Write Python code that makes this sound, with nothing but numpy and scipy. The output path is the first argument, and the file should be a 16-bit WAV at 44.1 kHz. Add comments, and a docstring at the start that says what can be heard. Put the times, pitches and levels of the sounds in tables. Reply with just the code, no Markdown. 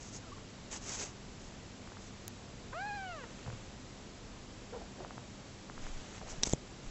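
"""In a quiet room, a kitten on a blanket near a small camera gives a few tiny squeaks and one meow
that rises and falls. Its vocal folds buzz, and its throat and mouth shape the tone.
A hand strokes its fur, the bedding rustles and ticks, and paws pat the bed.
Near the end something snaps sharply against the camera and brushes over it.
Underneath lie hiss, a faint hum, the rumble of the swaying camera and one thin, bright click."""
import sys
import numpy as np
from scipy import signal
from scipy.fft import rfft, irfft, next_fast_len
from scipy.io import wavfile
from scipy.ndimage import map_coordinates

SR = 44100
rng = np.random.default_rng(int(sys.argv[2]) if len(sys.argv) > 2 else 0)


def to_wav(s):
    """Save 16-bit WAV."""
    ch = np.atleast_2d(s).T  # columns
    pcm = np.round(np.clip(ch, -1, 1) * 32767)  # PCM
    wavfile.write(sys.argv[1], SR, pcm.astype(np.int16))


N = 304579
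TIME_S = np.arange(N) / SR
MIC_LIMIT_HZ = 7920


def amp(db):
    """Turn decibels into a number to multiply by."""
    return 10 ** (np.asarray(db) / 20)


def unit(x):
    """Scale a signal to an average strength (rms) of 1."""
    return x / np.sqrt(np.mean(x ** 2) + 1e-20)


def gain_db_at(tone, hz):
    """Read between the (frequency_hz, gain_db) rows of a table."""
    row_hz, row_db = np.transpose(tone)
    return np.interp(np.log(hz + 1), np.log(row_hz + 1), row_db)


def wobble(rate_hz, size=N):
    """A smooth curve through rate_hz random values a second."""
    values = rng.standard_normal(int(size * rate_hz / SR) + 4)
    return map_coordinates(values, [np.arange(size) * rate_hz / SR])


def swell(start_s, length_s, rise, fall):
    """Ease in, hold and ease out; rise and fall are shares of the length."""
    progress = (TIME_S - start_s) / length_s
    ramp = np.clip(np.minimum(progress / rise, (1 - progress) / fall), 0, 1)
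    return np.sin(np.pi / 2 * ramp) ** 2


def lowpass(x, edge_hz):
    """Cut away everything above edge_hz."""
    padded = next_fast_len(N + 8192)
    hz = np.fft.rfftfreq(padded, 1 / SR)
    return irfft(rfft(x, padded) / np.sqrt(1 + (hz / edge_hz) ** 220), padded)[:N]


def noise(tone, size=N):
    """Noise of strength 1, shaped by a tone table and kept to the microphone's range."""
    padded = next_fast_len(size)
    hz = np.fft.rfftfreq(padded, 1 / SR)
    gain = amp(gain_db_at(tone, hz)) * (hz < MIC_LIMIT_HZ + 300)
    return unit(irfft(rfft(rng.standard_normal(padded)) * gain, padded)[:size])


def add(track, start_s, sound):
    """Mix a sound into the track at start_s."""
    part = track[max(round(start_s * SR), 0):][:len(sound)]
    part += sound[:len(part)]


# tone of the room and microphone noise: frequency_hz, gain_db
HISS_TONE = [(12, -40), (20, 3.5), (43, 1.5), (71, -1), (133, -1), (166, -4), (203, -4.5), (224, -5),
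             (247, -4), (280, -4.5), (606, -10.5), (653, -11.5), (817, -13), (1520, -17.5), (7680, -21.5),
             (9980, -80.5), (16900, -120)]
# notes in the hum: pitch_hz, level_db
HUM_NOTES = [(100, -63), (131, -66), (199.8, -61), (249, -65.5)]
def hiss_and_hum(hiss_db=-50.5):
    """The room and microphone hiss steadily over a faint, wavering hum."""
    hum = sum(amp(db) * np.sin(2 * np.pi * hz * TIME_S + .5 * wobble(3)) for hz, db in HUM_NOTES)
    return amp(hiss_db) * noise(HISS_TONE) + np.sqrt(2) * hum


# moves of the camera: start_s, length_s, level_db
CAMERA_SWAYS = [(5.72, 0.35, -41.5), (6.177, .44, -47.5), (6.827, .11, -44)]
def camera_rumble():
    """The camera sways in the hand and makes a deep rumble."""
    sway = sum(amp(db) * swell(s, length, rise=.47, fall=.47) for s, length, db in CAMERA_SWAYS)
    return sway * noise([(5, -9), (18, 3), (32, -7), (60, -23), (200, -44), (1000, -79)])


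def thin_click(at_s=2.2805, spike_db=-19.5, ring_hz=6500, ring_db=-36, fade_s=.0011):
    """One thin spike with a moment of bright ringing around it."""
    t = TIME_S - at_s
    out = amp(ring_db) * np.sin(2 * np.pi * ring_hz * t + wobble(6000)) * np.exp(-np.abs(t) / fade_s)
    out[round(at_s * SR)] += amp(spike_db)
    return out


# shifts of the kitten's weight: start_s, level_db, fade_s (time to drop by 60 dB)
WEIGHT_SHIFTS = [(3.455, -49.5, 0.24), (4.72, -49, 0.84), (4.97, -52.5, .8), (6.2, -51.5, 0.88)]
# tone of a rustle muffled by the filling: frequency_hz, gain_db
PADDING_TONE = [(100, -19), (300, -1.5), (450, 1.5), (750, 3.5), (1100, -14.5), (1800, -17), (4000, -39.5)]
def bedding_rustle(rise_s=.02, grain_db=3):
    """Padding gives way quickly under the kitten, then settles in uneven scuffs."""
    load = np.zeros(N)
    for start_s, level_db, fade_s in WEIGHT_SHIFTS:
        t = TIME_S - start_s
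        load += np.clip(t / rise_s, 0, 1) * amp(level_db - 60 * np.maximum(t - rise_s, 0) / fade_s)
    return load * unit(amp(grain_db * wobble(120)) * noise(PADDING_TONE))


def soft_push(pitch_hz, fade_s):
    """A soft touch starts a wave that drops by 60 dB in fade_s; its peak is 1."""
    t = np.arange(SR // 8) / SR
    rise = 1 - np.exp(-(t * pitch_hz / .49) ** 2)
    push = -np.sin(2 * np.pi * pitch_hz * t) * amp(-60 * t / fade_s) * rise
    return push / np.abs(push).max()


# ticks of the bedding: start_s, peak_db, pitch_hz
FOLD_TICKS = [(.383, -41.5, 1100), (1.875, -38, 1150), (1.920, -40, 1000), (1.970, -35.5, 1050),
              (3.463, -38, 1000), (3.4776, -37, 850), (3.502, -35.5, 1220), (3.528, -40, 800),
              (5.004, -39, 800), (5.048, -32, 970), (5.108, -33.5, 1020), (5.180, -33.5, 970),
              (5.6986, -33, 1100), (5.779, -34.5, 1100), (5.867, -33, 1160), (6.215, -36, 950),
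              (6.285, -38, 776)]
def bedding_ticks(fade_cycles=2.25):
    """Folds in the cloth give way, each with a tiny tick."""
    out = np.zeros(N)
    for start_s, peak_db, pitch_hz in FOLD_TICKS:
        add(out, start_s, amp(peak_db) * soft_push(pitch_hz, fade_cycles / pitch_hz))
    return out


# paws landing: start_s, peak_db, pitch_hz, fade_s
PAW_PATS = [(2.711, -46.5, 85.2, .06), (3.464, -38, 109, 0.032), (3.479, -33.5, 113, 0.073),
            (3.504, -44, 105, 0.054), (3.529, -39, 107, 0.065), (6.381, -38, 132, 0.025),
            (6.474, -36, 35, 0.04), (6.5385, -35, 126, 0.036)]
def paw_pats():
    """Paws push on the bed with low thuds that die away fast."""
    out = np.zeros(N)
    for start_s, peak_db, pitch_hz, fade_s in PAW_PATS:
        add(out, start_s, amp(peak_db) * soft_push(pitch_hz, fade_s))
    return out


# strokes over fur, cloth and camera: start_s, length_s, level_db, pressure_db (cloth relative to fur)
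HAND_STROKES = [(-.02, 0.16, -56, -10), (0.113, 0.086, -50, -11), (0.699, 0.1, -45, -3),
                (0.782, 0.37, -47, -3.5), (0.866, 0.13, -45.5, -8), (0.973, 0.1, -44, -4.5),
                (1.38, .14, -61.5, -9), (1.99, .13, -61.5, -6), (3.149, 0.66, -66.5, 6.5),
                (5.676, 0.69, -62, 3.5), (5.812, 0.11, -62.5, 6), (6.126, 0.086, -58.5, 3),
                (6.237, 0.2, -59, 3.5), (6.273, 0.077, -51.5, -9), (6.426, .009, -42.5, -3),
                (6.446, 0.044, -40.5, -5), (6.463, 0.009, -40, -16), (6.472, 0.086, -46.5, -9),
                (6.8, .17, -63.5, 0.5)]
# tones of lightly brushed fur and of pressed cloth: frequency_hz, gain_db
FUR_TONE = [(1000, -37), (3000, -24), (4700, -5.5), (5600, 0), (6500, 4.5), (7900, -3.5)]
CLOTH_TONE = [(60, -12.5), (250, 4), (800, 0.5), (1500, -1), (2600, -1), (4200, -5), (6000, -19),
              (8000, -20)]
def stroking(grain_db=2):
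    """Fibres slip in tiny bunches; pressing harder brings in the duller sound of the cloth."""
    fur_power, cloth_power = np.zeros((2, N))
    for start_s, length_s, level_db, pressure_db in HAND_STROKES:
        speed = amp(level_db) * swell(start_s, length_s, rise=.28, fall=.42)
        fur_power += speed ** 2
        cloth_power += (amp(pressure_db) * speed) ** 2
    grain = unit(amp(grain_db * wobble(700)))
    return grain * (np.sqrt(fur_power) * noise(FUR_TONE) + np.sqrt(cloth_power) * noise(CLOTH_TONE))


# sharp hits on the camera: start_s, level_db, ring_db, scratch_db (both added to level_db)
CAMERA_SNAPS = [(6.4341, -8.5, -1.5, -5.5), (6.4377, -12, -5.5, -9), (6.4402, -26, 1.5, -3),
                (6.457, -35, -10, 5), (6.4957, -22, -11, -1), (6.528, -26, -2.5, -2)]
# notes the camera case rings at: pitch_hz, gain_db, fade_s
CASE_NOTES = [(895, -18, 0.0073), (1670, -12.5, .004), (3870, -6, 0.0063), (5510, -8.5, 0.0066),
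              (5830, 1.5, 0.0054), (7100, -14, 0.0037)]
# tone of a scratch on the case: frequency_hz, gain_db
SCRATCH_TONE = [(200, 13), (900, 0), (1900, -8), (3400, 1.5), (4400, -17), (6000, -26), (7200, 17.5),
                (7900, -9), (9000, -20)]
def camera_snaps(rise_s=.00017, scratch_fade_s=.0049):
    """Each hit rings the case for a few milliseconds and scratches its surface."""
    out, t = np.zeros(N), np.arange(SR // 30) / SR
    rise = 1 - np.exp(-(t / rise_s) ** 2)
    for start_s, level_db, ring_db, scratch_db in CAMERA_SNAPS:
        ring = rise * sum(amp(db + rng.normal(0, 1.5) - 60 * t / fade_s) * np.sin(2 * np.pi * hz * t)
                          for hz, db, fade_s in CASE_NOTES)
        ring /= np.abs(ring).max()
        scratch = .52 * rise * amp(-60 * t / scratch_fade_s) * noise(SCRATCH_TONE, len(t))
        add(out, start_s, amp(level_db) * (amp(ring_db) * ring + amp(scratch_db) * scratch))
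    return out


# bumps on the camera: time_s, level_db, width_s, scrape_db
CAMERA_BUMPS = [(6.4724, -24, 0.00094, -31), (6.5358, -17.5, 0.0018, -20)]
def camera_bumps(release_s=.00036, scrape_early_s=.00057, scrape_width_s=.00095):
    """Pressure on the camera builds, slips off with a scrape and ebbs away."""
    out, scratch = np.zeros(N), noise(SCRATCH_TONE)
    for time_s, level_db, width_s, scrape_db in CAMERA_BUMPS:
        t = TIME_S - time_s
        out += amp(level_db) * np.tanh(t / release_s) * np.exp(-np.abs(t) / width_s)
        out += amp(scrape_db) * scratch * np.exp(-((t + scrape_early_s) / scrape_width_s) ** 2)
    return out


def room_echo(sound, fade_s=.25):
    """A softly furnished room throws back a short echo."""
    t = np.arange(SR // 3) / SR
    tail = rng.standard_normal(len(t)) * amp(-60 * t / fade_s) * (t > .004)
    return signal.fftconvolve(sound, tail / np.linalg.norm(tail))[:N]


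# how the throat and mouth shape the voice: frequency_hz, gain_db
THROAT_TONE = [(400, -1.5), (850, 0), (950, 2.5), (1150, 6), (1380, 6.5), (1700, 5.5), (2000, -2),
               (2500, 1.5), (2850, 3), (3350, -12), (4200, 0.5), (4800, -4), (5800, -10), (7800, -18)]
# tone of the creak in a rough voice: frequency_hz, gain_db
CREAK_TONE = [(300, -24), (700, -8.5), (1050, 1), (1320, -4), (1700, -8), (2200, -13), (2800, -14.5),
              (4000, -29), (8000, -49)]
def kitten_voice(pitch_hz, roughness, slope_db, jitter=.049, flutter=.91, shimmer_db=1.5, creak=1.3):
    """Vocal folds buzz through the throat; roughness (0 to 1) makes them shake and creak."""
    size = len(pitch_hz)
    pitch_hz = pitch_hz * (1 + jitter * roughness * wobble(350, size) + .0032 * wobble(70, size))
    phase = 2 * np.pi * np.cumsum(pitch_hz) / SR
    buzz = np.zeros(size)
    for k in range(1, 9):  # the main note and its overtones, changing by slope_db each octave
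        level_db = slope_db * np.log2(k) + gain_db_at(THROAT_TONE, k * pitch_hz)
        level_db += shimmer_db * np.log(k + .5) * wobble(45, size)
        tremble = 1 + flutter * roughness * wobble(600, size)
        buzz += amp(level_db) * tremble * np.sin(k * phase)
    # the folds close raggedly, making one puff of noise each cycle
    puffs = (1 + np.cos(phase)) * noise(CREAK_TONE, size)
    return np.sqrt(2) * buzz + creak * roughness ** 2 * puffs


# tiny squeaks: start_s, length_s, start_hz, end_hz, level_db, roughness, slope_db (per octave)
KITTEN_SQUEAKS = [(.218, 0.035, 894, 624, -61, .2, -9), (0.254, 0.051, 727, 586, -61.5, 0.1, -5.5),
                  (0.313, 0.026, 1043, 1210, -55, 0.15, -16), (.356, 0.03, 1034, 1120, -64, .1, -20),
                  (4.722, 0.028, 490, 423, -45.5, 0.2, -14.5), (4.731, 0.0567, 536, 419, -42, 0.04, -18),
                  (4.992, 0.04, 386, 347, -48, 0.35, -22)]
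def squeaks():
    """The voice slides briefly up or down with the mouth nearly shut."""
    out = np.zeros(N)
    for start_s, length_s, start_hz, end_hz, level_db, roughness, slope_db in KITTEN_SQUEAKS:
        size = int(length_s * SR)
        voice = kitten_voice(np.linspace(start_hz, end_hz, size), roughness, slope_db)
        add(out, start_s, amp(level_db) * signal.windows.tukey(size, .6) * voice)
    return out


# the rise and fall of the meow: time_s, pitch_hz
MEOW_TUNE = [(2.735, 519.7), (2.747, 607), (2.767, 668), (2.785, 718.5), (2.823, 805), (2.839, 805),
             (2.869, 848), (2.927, 809), (2.955, 828.6), (2.985, 786.1), (3.059, 754.3), (3.127, 685.3),
             (3.173, 605), (3.255, 429.5)]
def meow(start_s=2.723, end_s=3.262, rise_s=.021, fall_s=.012, settle_s=.019,
         base_db=-41, effort_db_per_octave=7, tiring_db_per_s=14, rattle_s=3.241, rattle_width_s=.006):
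    """One call, louder when higher and weaker as the air runs out, creaky at both ends."""
    call = slice(round(start_s * SR), round(end_s * SR))
    pitch_hz = np.interp(TIME_S[call], *np.transpose(MEOW_TUNE))
    t = np.arange(len(pitch_hz)) / SR
    octaves_down = np.log2(pitch_hz.max() / pitch_hz)
    rattle = np.exp(-((start_s + t - rattle_s) / rattle_width_s) ** 2)  # the vocal folds let go
    level_db = base_db - effort_db_per_octave * octaves_down - tiring_db_per_s * t + 4.5 * rattle
    fade = np.clip(np.minimum(t / rise_s, (t[-1] - t) / fall_s), 0, 1)
    unsettled = np.exp(-(t / settle_s) ** 4)
    strain = .1 * np.exp(-octaves_down / .08)  # a little rougher near the top note
    roughness = np.clip(.04 + unsettled + strain + .75 * rattle, 0, 1)
    slope_db = -9 + 5 * t  # the sound brightens as the mouth opens
    out = np.zeros(N)
    out[call] = fade * amp(level_db) * kitten_voice(pitch_hz, roughness, slope_db)
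    return out


def scene(echo_db=-18.5):
    """Mix the background, blanket, camera and kitten; only the voice gets an echo."""
    background = hiss_and_hum() + camera_rumble()
    blanket = bedding_rustle() + bedding_ticks() + paw_pats() + stroking()
    camera = camera_snaps() + camera_bumps()
    voice = squeaks() + meow()
    return (background + blanket + camera + voice + amp(echo_db) * room_echo(voice))[None]


def record(dry):
    """The microphone loses the highest sounds; the thin click joins later and stays bright."""
    heard = lowpass(dry[0], MIC_LIMIT_HZ)
    return lowpass(heard + thin_click(), edge_hz=16200)[None]


dry = scene()
out = record(dry)
to_wav(out)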